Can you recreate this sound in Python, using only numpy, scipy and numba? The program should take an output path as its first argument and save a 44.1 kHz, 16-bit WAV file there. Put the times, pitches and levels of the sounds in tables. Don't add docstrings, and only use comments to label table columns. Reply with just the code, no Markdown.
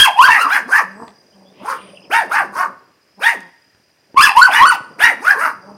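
import sys
import numpy as np
from scipy import signal
from scipy.fft import rfft, irfft, next_fast_len
from scipy.io import wavfile
from scipy.ndimage import uniform_filter1d
from numba import njit

SR = 44100
rng = np.random.default_rng(int(sys.argv[2]) if len(sys.argv) > 2 else 0)


def master_out(mix):
    frames = np.transpose(np.atleast_2d(mix))
    ceiling = np.clip(frames, -1, 1)
    pcm = np.round(ceiling * 32767).astype(np.int16)
    wavfile.write(sys.argv[1], SR, pcm)


N = 254456


def from_db(db):
    return 10 ** (np.asarray(db) / 20)


def rms_one(x):
    return x / np.sqrt(np.mean(x ** 2) + 1e-20)


def in_time(rows):
    s, *columns = np.transpose(rows)
    return [np.interp(np.arange(N) / SR, s, column) for column in columns]


def colour(x, spectrum):
    size = next_fast_len(N)
    hz, db = np.transpose(spectrum)
    f = np.maximum(np.fft.rfftfreq(size, 1 / SR), 1)
    gain = from_db(np.interp(np.log(f), np.log(hz), db))
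    return rms_one(irfft(rfft(x, size) * gain, size)[:N])


def drift(rate_hz):
    lowpass = signal.butter(2, rate_hz, fs=SR, output="sos")
    return rms_one(signal.sosfilt(lowpass, rng.standard_normal(N)))


def band(hz, width_hz):
    edges = [hz - width_hz / 2, hz + width_hz / 2]
    bandpass = signal.butter(3, edges, "band", fs=SR, output="sos")
    return rms_one(signal.sosfilt(bandpass, rng.standard_normal(N)))


def evened(x):
    return x / np.sqrt(np.abs(uniform_filter1d(x ** 2, size=1500)) + 1e-9)


def swell(s, length):
    at = np.arange(int(s * SR), int((s + length) * SR))
    return at, np.hanning(len(at)) ** .5


def sweeps(notes):
    out = np.zeros(N)
    warble = from_db(4.4 * drift(105))
    for s, length, start_hz, end_hz, db in notes:
        at, shape = swell(s, length)
        turns = np.cumsum(np.linspace(start_hz, end_hz, len(at))) / SR
        out[at] += from_db(db) * shape * warble[at] * np.sin(2 * np.pi * turns)
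    return out


@njit
def resonate(x, w, r):
    y = np.zeros(len(x))
    for i in range(2, len(x)):
        y[i] = (1 - r * r) / 2 * (x[i] - x[i - 2]) + 2 * r * np.cos(w[i]) * y[i - 1] - r * r * y[i - 2]
    return y


def voice_partials(hz, turns, first_db, octave_db, lift_db, partials, flutter_db):
    tone = np.sin(2 * np.pi * turns) * from_db(first_db + flutter_db * drift(70))
    tone += np.sin(4 * np.pi * turns) * from_db(octave_db + 1.7 * flutter_db * drift(40))
    falling = np.clip(-np.gradient(np.log(hz)) * SR, 0, 30)
    lead_db = lift_db + np.maximum(first_db, octave_db) - 1.6 * falling
    head_hz, head_db = np.transpose(partials)
    for k in range(3, 7):
        upper_db = lead_db + np.interp(np.log(k * hz), np.log(head_hz), head_db)
        tone += np.sin(2 * np.pi * k * turns) * from_db(upper_db + 2.0 * flutter_db * drift(44))
    return np.sqrt(2) * tone


def throat_rasp(turns, mouth_hz, throat, half, mouth_width_hz, mouth_db, ring_hz, ring_width_hz, sharp):
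    cycle = (turns + .5).astype(int)
    even, odd = signal.lfilter([1], [1, -.72], rng.standard_normal((2, N)))[:, cycle]
    strength = even + half * odd * (-1.) ** cycle
    pulses = np.exp(sharp * (np.cos(2 * np.pi * turns) - 1))
    rasp = colour(strength * pulses, throat)
    ring_w, ring_r = np.full(N, 2 * np.pi * ring_hz / SR), np.exp(-np.pi * ring_width_hz / SR)
    ring = evened(resonate(resonate(rasp, ring_w, ring_r), ring_w, ring_r))
    mouth_w, mouth_r = 2 * np.pi * mouth_hz / SR, np.exp(-np.pi * mouth_width_hz / SR)
    rasp = rasp + from_db(mouth_db) * resonate(rasp, mouth_w, mouth_r)
    return evened(rasp), ring


def breath_hiss():
    # frequency in Hz, gain in dB.
    breath_spectrum = [(2650, -28), (4500, -7), (5110, -5), (5680, -9), (7090, -13), (7400, -21),
                       (8910, -7.5), (11500, -14.5), (14200, -17), (15900, -22.5)]
    # centre in Hz, width in Hz, mean level in dB against the hiss.
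    teeth_whistles = [(4980, 17, -17.5), (8200, 28, -23.5), (8600, 71, -30.5), (8750, 120, -35),
                      (11000, 50, -27.5), (13320, 78, -29.5)]
    patch_db = 3.5
    patches = np.zeros(N)
    for f in np.geomspace(4200, 15500, num=6):
        patches += from_db(patch_db * np.clip(drift(31), -2, 2)) * band(f, .3 * f)
    breath = colour(signal.lfilter([1, -.6], [1], patches), breath_spectrum)
    for f, width_hz, db in teeth_whistles:
        breath += from_db(db + 5.1 * drift(20)) * band(f, width_hz)
    return breath


def dog(voice, partials, jitter, flutter_db, hoarse, **rasp_settings):
    hz, mouth_hz, lift_db, *gains = uniform_filter1d([*voice[:3], *from_db(voice[3])], size=300)
    first_db, octave_db, rasp_db, breath_db, ring_db = 20 * np.log10(np.abs(gains) + 1e-9)
    unsteady = jitter * from_db(-hoarse * lift_db) * drift(250)
    turns = np.cumsum(hz * (1 + unsteady)) / SR
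    tone = voice_partials(hz, turns, first_db, octave_db, lift_db, partials, flutter_db)
    rasp, ring = throat_rasp(turns, mouth_hz, **rasp_settings)
    return tone + from_db(rasp_db) * rasp + from_db(ring_db) * ring + from_db(breath_db) * breath_hiss()


def shrill_voice():
    # time in seconds, pitch in Hz, fundamental in dB, rasp in dB.
    yaps = [
        [(0.0, 1597, -15, -11), (0.028, 1647, -21, -23), (0.04, 1680, -11.5, -25.5), (0.05, 1436, -22, -15.5),
         (0.06, 1191, -38, -11), (0.072, 977.4, -9.5, -23), (0.09, 790.5, -20, -25), (0.11, 599.3, -28, -58)],
        [(0.16, 754.3, -28, -42), (0.186, 910.8, -20.5, -27), (0.196, 984.4, -1.5, -37),
         (0.214, 1086, -3.5, -24), (0.224, 1348, -23, -26.5), (0.25, 1567, -5.5, -31.5),
         (0.268, 1629, -18, -30.5), (0.284, 1040, -8.5, -29), (0.31, 883, -17, -33)],
        [(0.36, 1161, -31, -32), (0.426, 1424, -16, -24), (0.444, 1313, -18.5, -32.5), (0.49, 1001, -27.5, -48)],
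        [(4.145, 849.5, -56.5, -86), (4.168, 1011, -18.5, -32), (4.182, 1121, -4, -15.5),
         (4.205, 1220, -13.5, -15.5), (4.218, 1546, -16, -15.5), (4.236, 1748, -11, -18.5),
         (4.25, 1648, -18, -17), (4.292, 899.7, -35, -12), (4.32, 773.3, -19.5, -56)],
        [(4.345, 810.7, -41, -55), (4.365, 893.6, -8.5, -17), (4.389, 1070, -6, -14),
         (4.405, 1129, -19.5, -19.5), (4.418, 1432, -10, -28), (4.439, 1519, -4.5, -32),
         (4.461, 1515, -13.5, -27), (4.485, 841, -15.5, -26), (4.51, 682.8, -27, -37)],
        [(4.585, 847.7, -24.5, -31), (4.6, 902, -9.5, -55), (4.63, 1086, -3.5, -27), (4.65, 1134, -8, -43.5),
         (4.662, 1470, -13.5, -39.5), (4.681, 1510, -15, -49), (4.701, 1474, -11, -43.5),
         (4.722, 960, -19, -29.5), (4.76, 736, -36.5, -31)],
    ]
    # octave, breath and throat ring in dB against the rasp (octave and breath before their
    # sags), then mouth resonance in Hz and lift of the upper partials in dB, both after the break.
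    yap_colours = [(3, -2.5, -7.5, 1600, 6.5), (3.5, 2.5, -1, 2000, -5.5), (-5, -8, -9.5, 1150, -3),
                   (-3, -4.5, -8, 1737, 15.5), (-9.5, -5, -11, 1700, -6), (13, 6, -3.5, 1430, 7.5)]
    break_hz, chest_mouth_hz = 1270, 1040
    chest_upper_db, chest_octave_db = -20, -8
    breath_sag_db, octave_sag_db = 18, 35
    hz, first_db, rasp_db = in_time(np.concatenate(yaps))
    mouth_hz, lift_db = np.full(N, float(chest_mouth_hz)), np.full(N, float(chest_upper_db))
    levels = np.full((5, N), -120.)
    for yap, (octave_db, breath_db, ring_db, head_mouth_hz, head_lift_db) in zip(yaps, yap_colours):
        at = np.arange(int(yap[0][0] * SR), int(yap[-1][0] * SR))
        highest_hz = np.maximum.accumulate(hz[at])
        breath_db = breath_db + breath_sag_db * np.log2(hz[at] / hz[at].max())
        octave_db = octave_db + octave_sag_db * np.log2(hz[at] / highest_hz)
        octave_db = octave_db + chest_octave_db * (highest_hz < break_hz)
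        rasp = rasp_db[at]
        levels[:, at] = [first_db[at], rasp + octave_db, rasp, rasp + breath_db, rasp + ring_db]
        broken = at[highest_hz > break_hz]
        mouth_hz[broken], lift_db[broken] = head_mouth_hz, head_lift_db
    return hz, mouth_hz, lift_db, levels


def shrill_dog():
    # frequency in Hz, dB against the stronger low partial, before lift and fading.
    shrill_partials = [(2000, -21), (2700, -21.5), (3200, -19.5), (3900, -24.5), (4900, -18), (6000, -36),
                       (7500, -36.5), (10000, -38.5)]
    # frequency in Hz, gain in dB.
    shrill_throat = [(150, -69), (250, -23.5), (632, -27.5), (1050, 5), (1370, -15), (1490, -10),
                     (1930, -6), (3110, -10), (3670, -36.5), (5090, -33), (6500, -47), (8450, -68),
                     (14300, -120)]
    return dog(shrill_voice(), shrill_partials, jitter=.006, flutter_db=4.0, hoarse=0,
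               throat=shrill_throat, half=0.11, mouth_width_hz=120, mouth_db=-4,
               ring_hz=2667, ring_width_hz=430, sharp=17.0)


def insects():
    # time in seconds, level in dB.
    insect_levels = [(0, -69), (1.2, -62), (1.7, -64.5), (2.1, -62.5), (2.8, -72.5), (3.5, -66),
                     (4.1, -67.5), (5.77, -61)]
    # pitch in Hz, width in Hz, level in dB against the main one.
    chorus = [(5725, 860, -8), (8813, 300, -14.5)]
    song_hz, wander_hz = 4880, 39.3
    turns = np.cumsum(song_hz + wander_hz * drift(3)) / SR
    throb = drift(70) + 0.1 * drift(300)
    song = np.sqrt(2) * np.sin(2 * np.pi * turns) * throb
    for hz, width_hz, db in chorus:
        song += from_db(db) * band(hz, width_hz)
    return from_db(in_time(insect_levels)[0] + 1.0 * drift(25)) * song


def outdoor_hush():
    # frequency in Hz, gain in dB.
    air_spectrum = [(18, -46.5), (30, -33), (81, -7), (738, -10.5), (1070, -17), (1580, -10.5),
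                    (1800, -8.5), (1950, -12), (2670, -13.5), (3660, -21.5), (5020, -14), (6530, -27.5),
                    (7060, -21), (7640, -27.5), (15900, -30)]
    level_db = -63 + 0.74 * drift(17)
    return from_db(level_db) * colour(rng.standard_normal(N), air_spectrum)


def low_murmur():
    # time in seconds, level in dB before the flutter.
    murmur_levels = [(0.9, -57.5), (1.14, -63), (1.83, -49.5), (2.16, -56.5), (2.29, -49), (2.51, -45.5),
                     (2.84, -61), (3.0, -69), (4.0, -73.5), (4.12, -59), (4.8, -46), (5.012, -52.5),
                     (5.77, -53)]
    flutter_db = 3
    return from_db(in_time(murmur_levels)[0] + flutter_db * drift(36)) * band(380, 530)


def deep_voice():
    # time in seconds, pitch in Hz, fundamental in dB, rasp in dB.
    growl = [(.4, 280.4, -90, -88.5), (.45, 294.9, -47.5, -23), (.62, 207.8, -46.5, -48),
             (.68, 250, -39.5, -57), (.85, 184.5, -49.5, -58), (.95, 198, -51, -64),
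             (1.02, 234.4, -37.5, -38.5), (1.1, 206.4, -52, -58.5), (1.17, 196.7, -81, -80.5),
             (1.32, 204, -76.5, -78.5), (1.36, 194, -55, -69), (1.51, 187.8, -61, -71),
             (1.57, 198, -67.5, -67), (1.62, 197, -42, -45.5), (1.8, 195.5, -55.5, -56.5),
             (1.92, 197.7, -57, -77), (2.08, 186.7, -62, -65), (2.27, 204.5, -45.5, -49.5),
             (2.5, 206, -48.5, -51), (2.69, 189.7, -50, -50), (2.76, 178, -69, -65), (2.8, 180.7, -92, -93),
             (3.14, 183.9, -97.5, -89), (3.18, 200.6, -50.5, -70), (3.37, 214.8, -42.5, -44),
             (3.41, 178.7, -58, -56.5), (3.47, 176, -54.5, -58.5), (3.54, 177, -91.5, -79.5),
             (5.1, 200, -93.5, -88), (5.16, 214.6, -45.5, -54), (5.37, 293.2, -38, -26.5),
             (5.56, 215, -55, -49), (5.6, 178, -59.5, -73), (5.7, 205.3, -47, -49), (5.77, 197, -51, -60)]
    growl_layers_db = [-10, -24, -2]
    # top of the bark in seconds, rise and fall in seconds, top pitch in Hz, open mouth resonance
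    # in Hz, lateness of the octave's peak [-1 to 1], steepness of the climb [exponent], lateness of the
    # effort [-1 to 1], lift of the upper partials in dB, then peak dB of fundamental, octave (before
    barks = [(.33, 0.089, .11, 919.4, 1887, -0.095, 2.6, 0.14, 1.5, -24, -12.5, -12.5, -33.5, -29),
             (.55, 0.075, .07, 849.7, 1637, 0.04, 2.2, 0.12, 5.5, -29.5, -19.5, -13, -32.5, -31),
             (.775, 0.097, .065, 903.7, 1786, .1, 2.4, 0.12, -13, -27, -15, -14.5, -32.5, -17.5),
             (1.72, .1, .07, 541.1, 1280, -.1, 2.2, 0.051, -14.5, -39, -19, -26.5, -42.5, -29),
             (2.17, 0.072, .1, 930.5, 1730, 0.049, 2.8, -0.15, 4, -18.5, -15.5, -14.5, -33.5, -52.5),
             (2.37, 0.081, .1, 882.3, 1501, -0.19, 2.4, 0.065, -4, -24.5, -20, -15.5, -36.5, -22),
             (2.615, 0.093, .07, 744.8, 1465, -.2, 1.8, 0.036, -5.5, -33, -26.5, -21, -38.5, -17.5),
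             (3.29, 0.096, .08, 945.3, 1908, 0.099, 2.4, -0.1, 4.5, -23, -14, -15.5, -33.5, -43.5),
             (4.59, 0.1, .09, 984.5, 1874, -0.082, 2.8, -0.13, 12.5, -22, -23.5, -12, -31.5, -21),
             (5.065, 0.082, .085, 958.8, 1907, .1, 2.8, -0.16, 11, -19.5, -16.5, -10, -30.5, -64),
             (5.31, .11, .06, 825.4, 1673, .2, 1.5, 0.12, -6, -32, -13, -22, -35.5, -34),
             (5.445, 0.088, .095, 663.4, 1296, 0.41, 2.4, -0.0067, -14.5, -36, -32, -16.5, -37, -27)]
    # place of the peak [-1 start, 1 end] before the bark's lateness,
    # dB down at the start, dB down at the end.
    swells = [(-0.043, 27, 27.5), (-0.52, 5.5, 41), (-0.031, 31.5, 34), (-0.27, 25.5, 26.5),
              (0.2, 27.5, 36.5)]
    swell_bend, shut_mouth_hz = 1.92, 1390
    arch_fall = 2.2
    arch_tail = 1.4
    mistuned_db = 24
    t = np.arange(N) / SR
    hz, tone_db, rasp_db = in_time(growl)
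    octave_db, breath_db, ring_db = growl_layers_db
    levels = np.array([tone_db, tone_db + octave_db, rasp_db, rasp_db + breath_db, rasp_db + ring_db])
    usual, start_db, end_db = np.transpose(swells)[:, :, None]
    mouth, lift_db = [], np.zeros(N)
    for top, rise, fall, top_hz, open_hz, octave_late, climb, late, upper_db, *peaks_db in barks:
        at = np.flatnonzero((t > top - rise) & (t < top + fall))
        climbing = t[at] < top
        place = (t[at] - top) / np.where(climbing, rise, fall)
        arch = 1 - np.abs(place) ** np.where(climbing, climb, arch_fall)
        hz[at] += (top_hz - hz[at]) * arch ** np.where(climbing, 1, arch_tail)
        centre = np.clip(usual + late + [[0], [octave_late], [0], [0], [0]], -.9, .9)
        early = place < centre
        away = np.abs(place - centre) / np.where(early, 1 + centre, 1 - centre)
        swollen = np.array(peaks_db)[:, None] - np.where(early, start_db, end_db) * away ** swell_bend
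        swollen[1] -= mistuned_db * np.abs(np.log2(2 * hz[at] / open_hz))
        levels[:, at] = np.maximum(levels[:, at], swollen)
        lift_db[at] = upper_db
        mouth += [(top - rise, shut_mouth_hz), (top, open_hz), (top + fall, open_hz)]
    return hz, in_time(sorted(mouth))[0], lift_db, levels


def deep_dog():
    # frequency in Hz, dB against the stronger low partial, before lift and fading.
    deep_partials = [(550, -2), (1100, -22.5), (1700, -19), (2300, -12.5), (2800, -18), (3400, -22.5),
                     (4200, -34.5), (5000, -43), (6000, -29.5)]
    # frequency in Hz, gain in dB.
    deep_throat = [(150, -76.5), (250, -14.5), (474, -29.5), (786, -14), (900, -1), (1050, -9.5),
                   (1780, -1), (2830, -3), (3200, -13), (5090, -28.5), (6500, -23.5), (8450, -68),
                   (14300, -120)]
    return dog(deep_voice(), deep_partials, jitter=0.023, flutter_db=3.0, hoarse=0.59,
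               throat=deep_throat, half=0.93, mouth_width_hz=240, mouth_db=13.5,
               ring_hz=1135, ring_width_hz=280, sharp=5.2)


def thin_hisses():
    # start in seconds, length in seconds, centre in Hz, width in Hz, level in dB.
    hisses = [(1.514, 0.46, 2700, 1600, -50.5), (0.915, 0.22, 8100, 890, -63),
              (1.63, 0.41, 9100, 1000, -58.5), (4.5, 0.32, 3100, 800, -53)]
    out = np.zeros(N)
    for s, length, hz, width_hz, db in hisses:
        at, shape = swell(s, length)
        out[at] += from_db(db) * shape * band(hz, width_hz)[at]
    return out


def paw_taps():
    # start in seconds, peak in dB, low-pass corner in Hz.
    taps = [(1.08, -32.5, 3000), (3.405, -32.5, 9050), (3.748, -42.5, 2200), (3.799, -50, 700),
            (4.144, -26, 451.6)]
    out = np.zeros(N)
    fade = np.exp(-np.arange(800) / SR / .0027)
    for s, db, dull_hz in taps:
        knock = rng.standard_normal(800) * fade
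        knock = signal.lfilter(*signal.butter(2, dull_hz, fs=SR), knock)
        start = int(s * SR)
        out[start:start + 800] += from_db(db) * knock / np.abs(knock).max()
    return out


def bird():
    # start in seconds, length in seconds, start pitch in Hz, end pitch in Hz, dB before warble.
    bird_notes = [(1.317, .03, 2800, 3300, -62.5), (1.441, .08, 3260, 3650, -61.5),
                  (1.577, .07, 2370, 3000, -57.5), (1.705, .02, 3500, 2797, -49.5)]
    trill_starts = [1.776, 1.861, 1.937, 2.012]
    # delay in the turn and length in seconds, start and end pitch in Hz, dB before warble.
    trill_notes = [(0, .025, 2246, 3320, -50.5), (.024, 0.025, 3550, 2130, -48)]
    trill = [(s + delay, *note) for s in trill_starts for delay, *note in trill_notes]
    return sweeps(bird_notes + trill)


def insect_glides():
    # start in seconds, length in seconds, start pitch in Hz, end pitch in Hz, dB before warble.
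    glides = [(1.935, .2, 4920, 5320, -59.5), (2.999, 0.33, 4945, 5417, -64.5)]
    return sweeps(glides)


def yard(x):
    # time to fall 60 dB in seconds, level in dB before build-up.
    wall_tails = [(0.399, -12), (0.902, -29.5)]
    # delay in seconds, level in dB before dulling.
    echoes = [(.011, -8), (0.025, -9), (0.036, -24.5), (.058, -19)]
    dull_hz = 7240
    t = np.arange(SR) / SR
    decay = sum(from_db(db - 60 * t / t60) for t60, db in wall_tails)
    build_up = np.clip(t / 0.092, 0, 1)
    response = rng.standard_normal(SR) * decay * build_up / np.sqrt(0.044 * SR)
    for s, db in echoes:
        response[int(s * SR)] += from_db(db)
    response = signal.lfilter(*signal.butter(1, dull_hz, fs=SR), response)
    return x + signal.fftconvolve(x, response)[:N]


def scene():
    dogs = shrill_dog() + deep_dog()
    small_sounds = thin_hisses() + paw_taps() + bird() + insect_glides()
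    background = outdoor_hush() + low_murmur() + insects()
    return (yard(dogs + small_sounds) + background)[None]


def record(dry):
    drive_db, knee, cutoff_hz = 2.5, 8, 16200
    x = from_db(drive_db) * signal.lfilter(*signal.butter(1, 80, "high", fs=SR), dry)
    x = x / (1 + np.abs(x) ** knee) ** (1 / knee)
    lowpass = signal.cheby2(20, 50, cutoff_hz, fs=SR, output="sos")
    return np.clip(signal.sosfilt(lowpass, x), -1, 1)


dry = scene()
out = record(dry)
master_out(out)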